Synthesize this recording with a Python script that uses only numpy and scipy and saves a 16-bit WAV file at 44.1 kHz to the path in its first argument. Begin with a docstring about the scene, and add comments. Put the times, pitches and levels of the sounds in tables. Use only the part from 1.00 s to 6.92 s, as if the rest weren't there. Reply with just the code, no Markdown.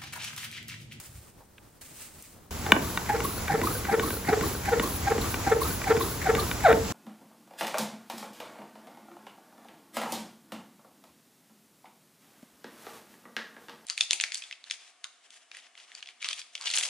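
"""Outdoors on a patio, in a wide stereo picture: masking tape is peeled quietly off its roll in two strips.
Then, abruptly, a garden sprayer is pumped, 2.5 strokes a second, over slowly growing distant outdoor noise.
On each push the piston seal rubs and squeaks on the plastic tank's resonances, and the handle clacks;
on each pull air hisses into the barrel and, mostly, the seal chirps higher. A house wall repeats squeaks
and clacks a moment later. The last push ends in a falling squeal; one more clack follows."""
import sys
import numpy as np
from scipy import signal
from scipy.fft import rfft, irfft, next_fast_len
from scipy.io import wavfile
from scipy.ndimage import map_coordinates

SR = 44100
rng = np.random.default_rng(int(sys.argv[2]) if len(sys.argv) > 2 else 0)


def log_audio(samples):
    """Write samples as a 16-bit WAV file to the path given in sys.argv[1]."""
    # one column per channel
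    frames = np.atleast_2d(samples).T
    # limit to full scale, then quantise
    limited = np.clip(frames, -1, 1)
    pcm = np.round(limited * 32767).astype(np.int16)
    wavfile.write(sys.argv[1], SR, pcm)


N = 261245
TIME = np.arange(N) / SR
PUMP_START = 1.508  # the tape gives way to the sprayer (s)

# Pushes: the seal squeaks as it starts to move, then groans lower as it takes the load
# [squeak t/s, squeak level/dB, groan delay/s, groan level/dB], before the rubber gain
PUSHES = [(1.668, -35.5, .04, -33.5), (2.104, -24, .049, -29), (2.505, -26, 0.049, -25.5),
          (2.897, -26.5, .047, -20), (3.295, -24, 0.04, -22.5), (3.688, -28, .046, -20),
          (4.081, -24.5, .038, -23.5), (4.478, -26.5, 0.049, -18.5), (4.878, -27, .037, -16.5),
          (5.269, -25.5, .032, -20)]
# Last push: the squeak slides down into the groan [t/s, f/Hz, level/dB], before the rubber gain
SQUEAL = [(5.641, 851, -32), (5.653, 754, -17.5), (5.664, 690, -14.5), (5.677, 617, -23.5),
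          (5.689, 463, -20), (5.717, 455.3, -19), (5.741, 430, -40)]
# Pulls: air is drawn into the barrel [t/s, hiss level/dB], before each layer's gain
PULLS = [(1.815, -45), (2.236, -42), (2.631, -39), (3.023, -39.5), (3.424, -41.5), (3.824, -40),
         (4.209, -42), (4.607, -38.5), (4.996, -41), (5.377, -42.5)]
# Colour of the seal's rubbing [f/Hz, density/dB per Hz]
RUB = [(60, -23), (150, 12.5), (330, 8.5), (580, 1), (850, -4), (1100, -5), (1550, 1), (2200, 1.5),
       (3000, -26), (4200, -11), (9000, -22)]
# Colour of what the house and patio send back [f/Hz, level/dB]
ECHO_COLOUR = [(150, -11), (330, -8), (450, -7), (800, -8), (1200, -16), (2500, -23), (10000, -32)]


def amp(db):
    """Decibels to amplitude."""
    return 10 ** (np.asarray(db) / 20)


def unit(x):
    """Scale to rms 1."""
    return x / np.sqrt(np.mean(x ** 2) + 1e-20)


def along(points, hz):
    """Read (Hz, value) points on a log frequency axis."""
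    f, v = np.transpose(points)
    return np.interp(np.log(hz + 1), np.log(f), v)


def wobble(rate, size=N):
    """A smooth random curve, rate knots a second."""
    knots = rng.standard_normal(size // 8)
    return map_coordinates(knots, [np.arange(size) * rate / SR], mode="wrap")


def add(track, s, sound):
    """Mix a sound into a track from time s."""
    part = track[max(round(s * SR), 0):][:len(sound)]
    part += sound[:len(part)]


def filtered(x, response):
    """Filter x by a complex response of frequency."""
    size = x.shape[-1]
    m = next_fast_len(size + SR // 4)
    return irfft(rfft(x, m) * response(np.fft.rfftfreq(m, 1 / SR)), m)[..., :size]


def rush(spectrum, likeness=None):
    """Stereo noise of rms 1 with a given colour and left-right likeness."""
    if likeness is None:
        # How alike left and right are for the sprayer and yard [f/Hz, left-right correlation]
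        likeness = [(60, 0.94), (290, 0.91), (640, 0.29), (2200, 0.67), (5200, 0.34), (7400, 0.36),
                    (9000, 1), (15000, 0.97)]

    def mid_side(hz):
        turn = np.arccos(np.clip(along(likeness, hz), -1, 1)) / 2
        return amp(along(spectrum, hz)) * [np.cos(turn), np.sin(turn)]

    mid, side = filtered(rng.standard_normal((2, N)), mid_side)
    return unit(np.array([mid + side, mid - side]))


def swell(start, rise, hold, fall):
    """A gate that opens, holds and closes along the clock."""
    corners = np.cumsum([0, abs(rise), abs(hold), abs(fall)])
    return np.interp(TIME - start, corners, [0, 1, 1, 0])


def pushes():
    """Start and rubbing level of every push, the squealing one included; rubbing grows with the pressure."""
    lead_s = 0.035  # rubbing starts this long before the squeak
    start_db, grows_db_per_s = -35, 0.85  # before each layer's gain
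    squeak_times = [row[0] for row in PUSHES] + [SQUEAL[1][0]]
    return [(s - lead_s, start_db + grows_db_per_s * (s - PUMP_START)) for s in squeak_times]


def each(strokes, delay, rise, hold, fall):
    """The same swell on every stroke, at that stroke's level."""
    return sum(amp(db) * swell(s + delay, rise, hold, fall) for s, db in strokes)


def seal(pitch, bright_db, jitter=0.021, shimmer_db=1.74, rasp=0.25, overtone_db=-2.1):
    """The seal sticks and slips; uneven slips smear the overtones more than the fundamental."""
    # How the tank radiates the overtones [f/Hz, level/dB]
    radiation = [(900, 4), (1500, 14), (2200, 6), (2900, -12.5), (3800, 1.5), (6000, -37), (12000, -38)]
    size, k = len(pitch), np.arange(2, 9)[:, None]  # k: harmonic number
    phase = 2 * np.pi * np.cumsum(pitch * (1 + jitter * wobble(356.5, size))) / SR
    slips = phase + rasp * wobble(600.5, size)
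    weight = amp(along(radiation, k * pitch)) / np.sqrt(k)
    upper = np.sum(weight * np.cos(k * slips), axis=0) / np.linalg.norm(weight, axis=0)
    tone = np.cos(phase) + amp(bright_db + overtone_db) * upper
    return -np.sqrt(2) * amp(shimmer_db * wobble(297.4, size)) * tone


def slip(s, db, length, hz, glide, bright_db):
    """One short gliding burst of the seal, centred on time s; length is its width at half amplitude."""
    pitch_scatter, glide_scatter = 0.0252, 2.5  # from slip to slip: octaves, octaves per s
    out, t = np.zeros(N), np.arange(-SR // 16, SR // 16) / SR
    bend, detune = rng.standard_normal(2)
    pitch = hz * 2 ** (pitch_scatter * detune + (glide + glide_scatter * bend) * t)
    envelope = 2 ** -(2 * t / length) ** 2
    add(out, s + t[0], amp(db) * envelope * seal(pitch, bright_db))
    return out


def squeaks():
    """Stick-slip bursts: a squeak and a groan on each push, a rising chirp on most pulls."""
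    # Upward chirps of the seal on pulls [t/s, level/dB, length/s, f/Hz], before the rubber gain
    chirps = [(2.253, -28.5, 0.011, 1140), (2.641, -31, .014, 1049), (2.673, -26.5, 0.0056, 1205),
              (3.036, -29.5, 0.012, 1078), (3.439, -34, 0.008, 1125), (3.838, -29, 0.0096, 1110),
              (4.62, -24.5, .006, 1067), (5.012, -28, .007, 1102), (5.391, -27.5, 0.013, 1165)]
    squeak_hz, sag_hz_per_s = 825, 17  # the squeak drops as the tank fills
    out = np.zeros(N)
    for s, db, after, groan_db in PUSHES:
        hz = squeak_hz - sag_hz_per_s * (s - PUMP_START)
        # glides in octaves per s, lengths in s
        out += slip(s, db, length=0.015, hz=hz, glide=-5, bright_db=-7)
        out += slip(s + after, groan_db, length=0.019, hz=451.5, glide=-1.993, bright_db=-6.5)
    for s, db, length, hz in chirps:
        out += slip(s, db, length, hz, glide=5, bright_db=-18)
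    return out


def squeal():
    """Against full pressure the seal sticks and slips on in one falling tone."""
    s, hz, db = np.transpose(SQUEAL)
    out, t = np.zeros(N), np.arange(s[0], s[-1], 1 / SR)
    add(out, s[0], amp(np.interp(t, s, db)) * seal(np.interp(t, s, hz), bright_db=-5))
    return out


def whistle(start_hz, rise, jitter, level_db):
    """As the rod comes up, the seal whistles faintly and unsteadily, rising in pitch (octaves per s)."""
    out = np.zeros(N)
    for up, hiss_db in PULLS:
        pitch = start_hz * 2 ** (rise * np.clip(TIME - up, 0, .2)) * (1 + jitter * wobble(320))
        gate = swell(up - .01, 0.015, 0.045, 0.035)
        out += amp(hiss_db + level_db) * gate * np.sin(2 * np.pi * np.cumsum(pitch) / SR)
    return out * amp(2.4 * wobble(57))


def creaks(level_db, low_hz, span, life, count=5):
    """Through the rest of each pull the seal catches at random in tiny creaks that tend to rise."""
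    out, t = np.zeros(N), np.arange(SR // 20) / SR
    for up, hiss_db in PULLS:
        for late, size, detune in rng.random((count, 3)):
            phase = 2 * np.pi * low_hz * 2 ** (0.35 * late + 0.28 * detune) * t
            ring = np.sin(phase) + 1.6 * np.sin(0.312 * phase) + 0.57 * np.sin(3 * phase)
            envelope = t / life * np.exp(1 - t / life)  # peaks after life seconds
            add(out, up + .03 + span * late, amp(hiss_db + level_db + 5.2 * size) * envelope * ring)
    return out


def clacks(thud_hz, thud_t60, thud_delay, thud_sweep, crack_t60, colour_width):
    """A crack, the short ring of stiff plastic, and a moment later the tank's soft falling thud."""
    # The handle against its stops [t/s, level/dB, thud relative level/dB]
    blows = [(1.664, -22, 8.5), (1.7197, 1, 2), (1.9742, -13, -6), (2.2033, -18, 7), (2.4806, -20, -1),
             (2.6147, -18.5, 11), (2.851, -22, 4), (2.9957, -16, 9.5), (3.1048, -21, 9), (3.4099, -19, 10),
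             (3.7965, -14, 9), (4.1805, -23.5, 16.5), (4.3419, -18, 2), (4.8167, -20.5, -9),
             (4.967, -21, 8), (5.0091, -25, -10), (5.3503, -15, 6.5), (5.5132, -16, 0), (5.7272, -14, 12.5)]
    # Ringing modes of the pump's plastic, before scatter [f/Hz, relative level/dB, t60/s]
    plastic = [(640, -6.5, 0.038), (948, 11, 0.012), (1143, 6.5, 0.021), (1504, 7.5, 0.027),
               (1920, 6.5, 0.02), (2296, 9, 0.015), (2850, 1, 0.022), (3597, 5.5, 0.013),
               (6610, -13, 0.033)]
    contact_hz, crack_db = 1650, -16  # where a blow rings the plastic most; its crack
    out, t = np.zeros(N), np.arange(SR // 8) / SR
    hz, mode_db, t60 = np.transpose(plastic)[:, :, None]
    contact = 1 / (1 + (np.log2(hz / contact_hz) / colour_width) ** 2)  # width in octaves
    buildup = 1 - np.exp(-(t * hz / 1.35) ** 2)  # low bending waves travel slowly and build up late
    late = np.maximum(t - thud_delay, 0)
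    thud_pitch = thud_hz * (1 + thud_sweep * np.exp(-late / 0.0024))
    thud_tone = np.sin(2 * np.pi * np.cumsum(thud_pitch * (late > 0)) / SR)
    for s, db, thud_db in blows:
        strength, detune, angle = rng.standard_normal((3, len(plastic), 1))
        modes = contact * amp(mode_db + 2.3 * strength - 60 * t / t60) * buildup
        ring = np.sum(modes * np.sin(2 * np.pi * (hz * (1 + .025 * detune) * t + angle)), axis=0)
        crack = amp(crack_db - 60 * t / crack_t60) * rng.standard_normal(len(t))
        thud = amp(thud_db - 14.5 - 60 * late / thud_t60) * thud_tone
        add(out, s, amp(db) * (ring / np.abs(ring).max() + crack + thud))
    return out


def tank(x):
    """The hollow tank rings on after whatever shakes it: parallel resonances."""
    # Air and wall of the tank [f/Hz, width/Hz, level/dB]
    resonances = [(406, 13, -16.5), (794, 85, 7), (1050, 270, -18)]
    return filtered(x, lambda f: sum(amp(db) * 1j * f * w / (c * c - f * f + 1j * f * w)
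                                     for c, w, db in resonances))


def piston(grain_db, slide_db, hiss_gain_db):
    """Grainy rubbing on the push; on the pull, lighter sliding and the hiss of air drawn in."""
    # Colour of the seal sliding back [f/Hz, density/dB per Hz]
    slide = [(60, -51), (200, -2), (340, 17.5), (600, -2), (1200, -5), (1800, -2.5), (3000, -27),
             (4000, -35), (6000, -33)]
    # Colour of the air rushing in [f/Hz, density/dB per Hz]
    intake = [(1000, -43), (4000, -3.5), (7500, -16.5), (9200, -3), (11000, 3), (13000, -2.5), (15500, 2)]
    push = amp(-3.5) * each(pushes(), delay=0, rise=0.028, hold=0.079, fall=.12)
    pull = amp(slide_db) * each(PULLS, delay=-0.013, rise=.0067, hold=0.025, fall=0.12)
    suck = each(PULLS, delay=-0.0024, rise=0.0057, hold=0.11, fall=0.12)

    def grain():
        return unit(amp(grain_db * wobble(220) + 6.8 * wobble(40)))

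    hiss = amp(hiss_gain_db + 1.7 * wobble(60)) * rush(intake)
    return push * grain() * rush(RUB) + pull * grain() * rush(slide) + suck * hiss


def rod(scratch_db, valve_db, spiky_db, drone_db):
    """The rod scratches as a push begins, then its drag stirs the tank; the valve rattles as a pull begins."""
    # The rod in its guide [f/Hz, density/dB per Hz]
    guide = [(700, -35), (1500, -1), (2200, 3), (3000, -16.5)]
    # The valve's fine rattle [f/Hz, density/dB per Hz]
    valve_colour = [(2600, -37), (3600, -1.5), (3900, -1), (4300, 0), (5200, -21)]
    lead = each(pushes(), delay=-0.026, rise=0.022, hold=0.039, fall=0.065)
    drag = each(pushes(), delay=0.012, rise=0.016, hold=0.036, fall=0.13)
    rattle = each(PULLS, delay=-0.00038, rise=0.012, hold=0.014, fall=0.026)

    def spikes():
        return unit(amp(spiky_db * np.minimum(wobble(130), 2)))

    scratch = amp(scratch_db) * lead * spikes() * rush(guide)
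    valve = amp(valve_db) * rattle * spikes() * rush(valve_colour)
    drone = amp(drone_db) * drag * unit(tank(rush(RUB)))
    return scratch + valve + drone


def peeling():
    """Gain of the peel: each strip starts with a snatch, peels on and dies away; one sags, one swells midway."""
    # Strips pulled off the roll [t/s, length/s, level/dB, first snatch/dB, later swell or sag/dB]
    strips = [(-.005, 0.23, -52.5, 17.5, -2.5), (0.81, 0.48, -50.5, 11, 6.5)]
    snatch_s, release_s = 0.037, .11  # the glue's first grip fades; the hand slows
    bend_after_s, bend_s = .2, 0.066  # centre and width of the later swell or sag
    gain = np.full(N, amp(-65))  # faint rustle between strips
    for s, length, db, snatch_db, bend_db in strips:
        t = np.maximum(TIME - s, 0)
        snatch = snatch_db * np.exp(-t / snatch_s)
        bend = bend_db * np.exp(-((t - bend_after_s) / bend_s) ** 2)
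        gain = np.hypot(gain, amp(db + snatch + bend) * swell(s, .004, length, release_s))
    return gain


def tape(crackle_db):
    """Glue lets go in fine crackles, with a few bumps and snaps, over a soft uneven rumble."""
    # Bumps, scuffs and snaps of handling [t/s, level/dB before a 9 dB cut, f/Hz, t60/s]
    handling = [(0.089, -26, 109, 0.12), (0.147, -32, 84.5, 0.32), (.405, -42, 645, 0.17),
                (0.58, -30, 2000, 0.022), (1.224, -30.5, 9000, 0.025)]
    # Colour of the peeling glue [f/Hz, density/dB per Hz]
    glue = [(300, -6), (1000, -3.5), (2200, 0), (3500, -3), (6000, -1.5), (8500, 4), (12500, -5),
            (15000, -0.5)]
    # Colour of the background rumble [f/Hz, density/dB per Hz]
    low_noise = [(25, -13), (60, -3.5), (170, -8.5), (350, -12), (1200, -20), (2600, -30.5)]
    # How alike left and right are for the tape [f/Hz, left-right correlation]
    alike_tape = [(100, 0.92), (700, 0.28), (3100, 0.73), (8000, 0)]
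    snaps, t = np.zeros(N), np.arange(SR // 4) / SR
    for s, db, hz, t60 in handling:
        noise = filtered(rng.standard_normal(len(t)), lambda f: 1 / (1 + (np.log((f + 1) / hz) / 0.49) ** 4))
        add(snaps, s, amp(db - 9.0 - 60 * t / t60) * (1 - np.exp(-t * hz)) * unit(noise))
    crackle = unit(amp(crackle_db * wobble(900) + 2.2 * wobble(44.1)))
    peel = peeling() * crackle * rush(glue, alike_tape)
    rumble = amp(-56 + 1.9 * wobble(24.96)) * rush(low_noise, alike_tape)
    return snaps + peel + rumble


def walls(x):
    """The house throws back delayed dull echoes, each leaning to one side."""
    # House walls [delay/s, level/dB, left over right/dB]
    echoes = [(.0435, 0, 1), (.031, -15, -3), (.107, -12, 1)]
    sides = np.array([[.5], [-.5]])

    def paths(hz):
        return sum(amp(db + pan_db * sides) * np.exp(-2j * np.pi * hz * delay) for delay, db, pan_db in echoes)

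    return filtered(x, lambda hz: amp(along(ECHO_COLOUR, hz)) * paths(hz))


def patio(x):
    """Paving, windows and furniture scatter a short answer that differs between the ears above the bass."""
    # Decay of the scattered sound [f/Hz, t60/s]
    decay = [(150, 0.33), (1000, 0.23), (4000, 0.15), (12000, 0.27)]
    hz, t, z = signal.stft(rng.standard_normal((2, SR // 2)), SR, nperseg=256)
    colour = amp(along(ECHO_COLOUR, hz) / 2)[:, None]  # half as dull, in dB, as the wall echoes
    envelope = amp(-60 * t / along(decay, hz)[:, None]) * (1 - np.exp(-t / 0.098))
    tail = signal.istft(z * colour * envelope, SR, nperseg=256)[1]
    mid, side = signal.fftconvolve(x[None], tail / np.linalg.norm(tail[0]), axes=1)[:, :N]
    side = filtered(side, lambda f: 1 - np.exp(-(f / 480) ** 4))
    return np.array([mid + side, mid - side])


def yard():
    """Distant outdoor rumble, slowly growing, under a steady high hiss."""
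    # Distant outdoor noise [f/Hz, density/dB per Hz]
    distance = [(18, -33), (30, -2.5), (85, 2.5), (149, -4), (353, -10), (576, -14), (1030, -13),
                (1760, -19.5), (3300, -23.5), (3700, -24), (7800, -20.5), (10100, -133), (17200, -120)]
    # High hiss [f/Hz, density/dB per Hz]
    air = [(4000, -4), (7000, -75), (9400, 5.5), (11000, 1.5), (13000, 2), (15500, 2.5)]
    level_db = -35 + 0.87 * (TIME - PUMP_START)  # grows 0.87 dB per s
    rumble = filtered(rush(distance), lambda hz: 1 - np.exp(-(hz / 42) ** 4))  # the microphone sheds the deepest bass
    return amp(level_db + 1.3 * wobble(12)) * rumble + amp(-42.5) * rush(air)


def stereo_phase(x):
    """Treble differs in phase between left and right, by an amount that changes with frequency."""
    # Phase between left and right [f/Hz, left lag/rad]
    lag = [(100, 0), (7600, 0.78), (8300, -2), (9100, 3), (11300, 7.5), (13450, 8.5), (15600, 14)]
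    return filtered(x, lambda hz: np.exp(.5j * along(lag, hz) * np.array([[-1], [1]])))


def scene():
    """First the tape, then the sprayer with its echoes and the yard behind it."""
    rubber = amp(2.37) * (squeaks() + squeal())
    rubber += whistle(start_hz=1040, rise=4.9, jitter=0.0382, level_db=0)
    rubber += creaks(level_db=-0.2, low_hz=1064, span=.12, life=0.0021)
    knocks = clacks(thud_hz=188.5, thud_t60=0.063, thud_delay=0.00305, thud_sweep=1.9,
                    crack_t60=0.015, colour_width=2.5)
    pump = rubber + knocks
    body = pump + amp(-13) * tank(np.roll(pump, SR // 50))  # the ring builds up 20 ms behind each slip
    body = body * amp(0.8 * np.array([[.5], [-.5]]))  # 0.8 dB louder on the left
    friction = piston(grain_db=4.5, slide_db=4.5, hiss_gain_db=6)
    friction += rod(scratch_db=-5.5, valve_db=-1.0, spiky_db=7.5, drone_db=-4.0)
    scatter = patio(amp(-19.5) * rubber + amp(-16.5) * knocks)
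    sprayer = stereo_phase(body + walls(pump) + scatter + friction + yard())
    return np.where(TIME < PUMP_START, tape(crackle_db=1.5), sprayer)


def record(dry):
    """Peaks are capped at full scale, then nothing is kept above the band limit."""
    top_hz = 15800
    return filtered(np.clip(dry, -1, 1), lambda hz: hz < top_hz)


dry = scene()
out = record(dry)
log_audio(out)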